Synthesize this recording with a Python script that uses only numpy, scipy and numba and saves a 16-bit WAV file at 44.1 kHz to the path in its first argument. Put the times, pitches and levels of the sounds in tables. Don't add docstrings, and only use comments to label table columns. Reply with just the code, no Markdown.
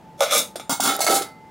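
import sys
import numpy as np
from scipy import signal
from scipy.fft import rfft, irfft
from scipy.io import wavfile
from scipy.ndimage import uniform_filter1d, minimum_filter1d
from numba import njit

SR = 44100
rng = np.random.default_rng(int(sys.argv[2]) if len(sys.argv) > 2 else 0)


def master_out(mix):
    frames = np.transpose(np.atleast_2d(mix))
    ceiling = np.clip(frames, -1, 1)
    pcm = np.round(ceiling * 32767).astype(np.int16)
    wavfile.write(sys.argv[1], SR, pcm)


N = 66150
BASS_HZ, BODY_HZ, NEUTRAL_HZ, TREBLE_HZ = 284, 579, 1850, 7300
OPPOSITE = np.array([[1], [-1]])


def cookware():
    rings = {name: metal_ring(name) for name in MODES}
    hits, slides = knocks(), scrapes()
    return sum(signal.fftconvolve((hits[name] + slides[name])[None], ring, axes=1)[:, :N]
               for name, ring in rings.items())


# start in seconds, object, level in dB, then bass, body and treble boost in dB.
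KNOCKS = [ (.2065, "lid", -16, -9, 17.5, -6.5), (.2140, "lid", -17.5, -7.5, 3, -32),
          (.3450, "lid", -18.5, 5.5, 9, 3.5), (.3770, "lid", -25, 17.5, 7, 9),
          (.5575, "handle", -33, -1.5, -1.5, -4.5), (.5975, "lid", -33.5, 10, -2, -12),
          (.6950, "pot", -26.5, 10.5, 4.5, 2.5), (.8030, "pot", -22, 0, -19, 1.5),
          (.8360, "loose", -22, -1, 0, 7.5), (.8810, "loose", -15, -8.5, -7.5, -12),
          (.9910, "loose", -28.5, -2.5, -1, -6), (1.0055, "small", -22, -22, 5.5, 4),
          (1.0440, "small", -30, -3, -32, 4.5), (1.0655, "small", -8, -20, 0, -7.5),
          (1.0860, "small", -13.5, -0.5, 9, -7), (1.0960, "loose", -20.5, 7.5, -5.5, 0.5),
          (1.1080, "loose", -16.5, -35.5, -6, -2), (1.1240, "loose", -34, 9.5, 11.5, -8),
          (1.1420, "loose", -19, 5.5, 0, 5), (1.2200, "loose", -27.5, -2.5, -4.5, -5)]

def knocks():
    force = {name: np.zeros(N) for name in MODES}
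    for start, name, db, *tone in KNOCKS:
        add(force[name], start, undb(db) * contact(*tone))
    return force


# start in seconds, object, swell and hold in seconds, level in dB,
# then bass, body and treble boost in dB.
SCRAPES = [ (0.171, "lid", 0.024, 0.022, -46.5, -9.5, 19.5, -0.5),
           (.216, "lid", 0.002, 0.022, -20, -16.5, 6, -9), (.245, "lid", 0.015, 0.12, -21, -12, -26, -19.5),
           (.298, "lid", 0.023, 0.049, -14.5, -3, 1, -6.5), (0.695, "pot", 0.0087, 0.029, -20, 8, -11, 0.5),
           (0.813, "pot", 0.012, 0.073, -16, 0, -17.5, -5),
           (0.859, "loose", 0.018, 0.076, -26, -5.5, -5.5, -7.5),
           (1.005, "small", 0.002, 0.02, -25.5, -10.5, -33, 0.5),
           (1.071, "loose", 0.0278, 0.0582, -21.5, -1.5, -1.5, -2.5),
           (1.138, "loose", 0.0058, 0.023, -30.5, 4.5, -6, 11.5)]

def scrapes():
    force = {name: np.zeros(N) for name in MODES}
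    for start, name, swell, hold, db, *tone in SCRAPES:
        add(force[name], start, undb(db) * signal.fftconvolve(stick_slip(swell, hold), contact(*tone)))
    return force


def stick_slip(swell_s, hold_s, release_s=.0026, slips_per_s=800, scatter_db=5):
    t = np.arange(N // 4) / SR
    slipping = rng.random(len(t)) < slips_per_s / SR
    strength = undb(scatter_db * np.clip(rng.standard_normal(len(t)), -2, 2))
    direction = rng.choice([-1, 1], len(t))
    grit = unit(slipping * strength * direction) / np.sqrt(SR * .02)
    pressure = np.minimum(t / swell_s, 1) * np.exp(-np.maximum(t - swell_s - hold_s, 0) / release_s)
    return grit * pressure


def contact(bass_db, body_db, treble_db):
    return response([(BASS_HZ, bass_db), (BODY_HZ, body_db), (NEUTRAL_HZ, 0), (TREBLE_HZ, treble_db)])


MODES = { "lid": [(490, -21, .25), (552, -11, .1), (1270, -12, .13), (1460, -18, .2), (2320, -12, .13),
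         (3450, -11, .19), (3535, -10, .18), (3785, -10, .18), (5410, -11, .13), (5595, -11, .16),
         (7370, -13, .15), (9430, -12, .13)], "pot": [(275, -12, .15), (925, -14, .15), (1385, -13, .22),
         (2175, -23, .25), (3460, -16, .22), (3778, -17, .2), (7190, -21, .25), (7372, -17, .18),
         (8660, -15, .25), (9380, -14, .14)], "handle": [(3470, -9, .13), (3779, -13, .18), (4915, -9, .07),
         (5410, -10, .09), (7185, -14, .42), (8700, -8, .3), (8890, -13, .42)], "loose": [(400, -17, .25),
         (789, -7, .32), (1312, -10, .33), (1332, -21, .45), (2062, -40, 1.6), (2170, -21, .22),
         (3520, -13, .12), (3790, -12, .16), (7050, -13, .15), (8930, -17, .16)], "small": [(765, -16, .2),
         (1312, -13, .3), (2166, -11, .34), (4273, -17, .25), (4565, -12, .4), (11348, -21, .18)]}

def metal_ring(name, twin_db=-8, max_detune=.004, reflections_db=-18.5):
    phase_per_hz = 2 * np.pi * np.arange(N) / SR
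    notes = np.zeros(N)
    for hz, db, t60 in MODES[name]:
        twin_hz = hz * (1 - max_detune * rng.random())
        beating = np.sin(hz * phase_per_hz) + undb(twin_db) * np.cos(twin_hz * phase_per_hz)
        notes += np.sqrt(2) * undb(db) * fade(t60) * beating
    reflections = undb(reflections_db) * highpass(mode_crowd(name), hz=250)
    direct = highpass(notes + mode_crowd(name), hz=140)
    return pan(direct, name) + reflections * OPPOSITE


CROWD_COLOUR = { "lid": [(90, -37), (250, -5), (350, -20.5), (560, -1), (1000, -13.5), (1300, -2),
                (1650, -20), (2330, -5), (2650, -10.5), (3250, -9.5), (3600, 1.5), (4200, -9.5), (6200, -5),
                (11000, -6.5), (13500, -14.5), (15500, -15.5)], "pot": [(70, -28), (190, -22), (285, -5),
                (400, -13), (700, 9.5), (1400, 3.5), (1800, -15.5), (2700, -10.5), (3500, -4), (4200, -8.5),
                (6200, -3.5), (11000, -6.5), (13500, -17.5), (15500, -4.5)], "loose": [(70, -19),
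                (160, -8.5), (330, 8), (720, 8), (1000, -3), (1330, 0.5), (1700, -6), (2800, -8),
                (3700, -2.5), (11000, -2.5), (13500, -14), (15500, -8)]}

def mode_crowd(name, cluster_hz=110, cluster_db=3.2, crack_db=-.5, crack_s=.0095):
    colour = CROWD_COLOUR.get(name, CROWD_COLOUR["loose"])
    spectrum = rfft(noise(colour))
    pitch = np.log(np.maximum(np.arange(len(spectrum)) * SR / N, 1))
    registers, t60s = np.log([BASS_HZ, NEUTRAL_HZ, TREBLE_HZ]), (.23, .24, .2)
    clusters = unit(uniform_filter1d(rng.standard_normal(len(spectrum)), int(cluster_hz * N / SR)))
    spectrum *= undb(cluster_db * clusters * np.interp(pitch, registers, [0, .5, 1]))
    ring = sum(irfft(spectrum * np.interp(pitch, registers, share), N) * fade(t60)
               for share, t60 in zip(np.eye(3), t60s))
    crack = undb(crack_db) * np.exp(-np.arange(N) / SR / crack_s)
    return ring * (1 + crack)


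# start in seconds, pitch in Hz, level in dB.
BUMPS = [(.2065, 864, -7.5), (.5565, 587, -20), (.5970, 740, -29.5), (.7985, 775, -12), (.9905, 613, -20),
         (1.0050, 773, -5.5), (1.0430, 680, -16.5), (1.101, 423, -3.5), (1.2100, 403, -16.5)]

def bumps(rise_s=.0015):
    out, t = np.zeros(N), np.arange(N) / SR
    envelope = t / rise_s * np.exp(1 - t / rise_s)
    for start, hz, db in BUMPS:
        add(out, start, undb(db) * envelope * np.sin(2 * np.pi * hz * t))
    return pan(highpass(out, hz=330), "loose")


LEAN_DB = {"lid": 0.5, "handle": 0.5, "pot": -2, "loose": -3.5, "small": -4}

def pan(x, name):
    mids = signal.sosfilt(signal.butter(1, (570, 3400), "band", fs=SR, output="sos"), x)
    return x + mids * (undb(OPPOSITE * LEAN_DB[name] / 2) - 1)


def tick(start_s=.9655):
    impulse = np.zeros(N)
    add(impulse, start_s, undb([3]))
    return signal.sosfilt(signal.butter(2, (8500, 15800), "band", fs=SR, output="sos"), impulse)


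# frequency in Hz, relative level in dB.
AIR_COLOUR = [(30, -28), (110, -12), (175, -5), (300, -12), (700, -18), (860, -12), (1050, -24),
              (15000, -49)]

def room_tone(air_db=-48, width_db=-13.5, whine_hz=874.5, whine_db=-51.5, waver_depth=.25):
    waver = unit(uniform_filter1d(uniform_filter1d(rng.standard_normal(N), size=2000), size=2000))
    tone = np.sqrt(2) * np.sin(2 * np.pi * whine_hz * np.arange(N) / SR)
    whine = (1 + waver_depth * waver) * tone
    air = noise(AIR_COLOUR) + undb(width_db) * noise(AIR_COLOUR) * OPPOSITE
    return undb(whine_db) * whine + undb(air_db) * air


def undb(db):
    return 10 ** (np.asarray(db) / 20)


def unit(x):
    return x / np.sqrt(np.mean(x ** 2))


def response(points, size=2048):
    hz, db = np.array(sorted(points)).T
    freqs = np.maximum(np.arange(size // 2 + 1) * SR / size, 1)
    gain = undb(np.interp(np.log(freqs), np.log(hz), db))
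    cepstrum = irfft(np.log(gain))
    cepstrum[1:size // 2] *= 2
    cepstrum[size // 2 + 1:] = 0
    return irfft(np.exp(rfft(cepstrum)))


def noise(colour):
    return unit(irfft(rfft(rng.standard_normal(N)) * rfft(response(colour), N), N))


def fade(t60):
    return np.exp(-np.log(1000) * np.arange(N) / SR / t60)


def highpass(x, hz):
    return signal.sosfilt(signal.butter(2, hz, "high", fs=SR, output="sos"), x)


def add(out, start_s, x):
    i = int(start_s * SR)
    out[i:i + len(x)] += x[:len(out) - i]


@njit
def follow_peaks(x, release):
    out, level = np.empty(len(x)), 0.
    for i in range(len(x)):
        level = max(x[i], level - level * release)
        out[i] = level
    return out


def scene():
    return room_tone() + cookware() + bumps() + tick()


def record(dry, limit_db=-6.5, ahead_s=.0013, release_s=.013, top_hz=15800):
    peak = follow_peaks(np.abs(dry).max(axis=0), 1 / (SR * release_s))
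    needed_gain = np.minimum(1, undb(limit_db) / (peak + 1e-9))
    span = 2 * int(ahead_s * SR) + 1
    gain = uniform_filter1d(minimum_filter1d(needed_gain, span), span)
    return signal.sosfilt(signal.ellip(10, .2, 80, top_hz, fs=SR, output="sos"), dry * gain)


dry = scene()
out = record(dry)
master_out(out)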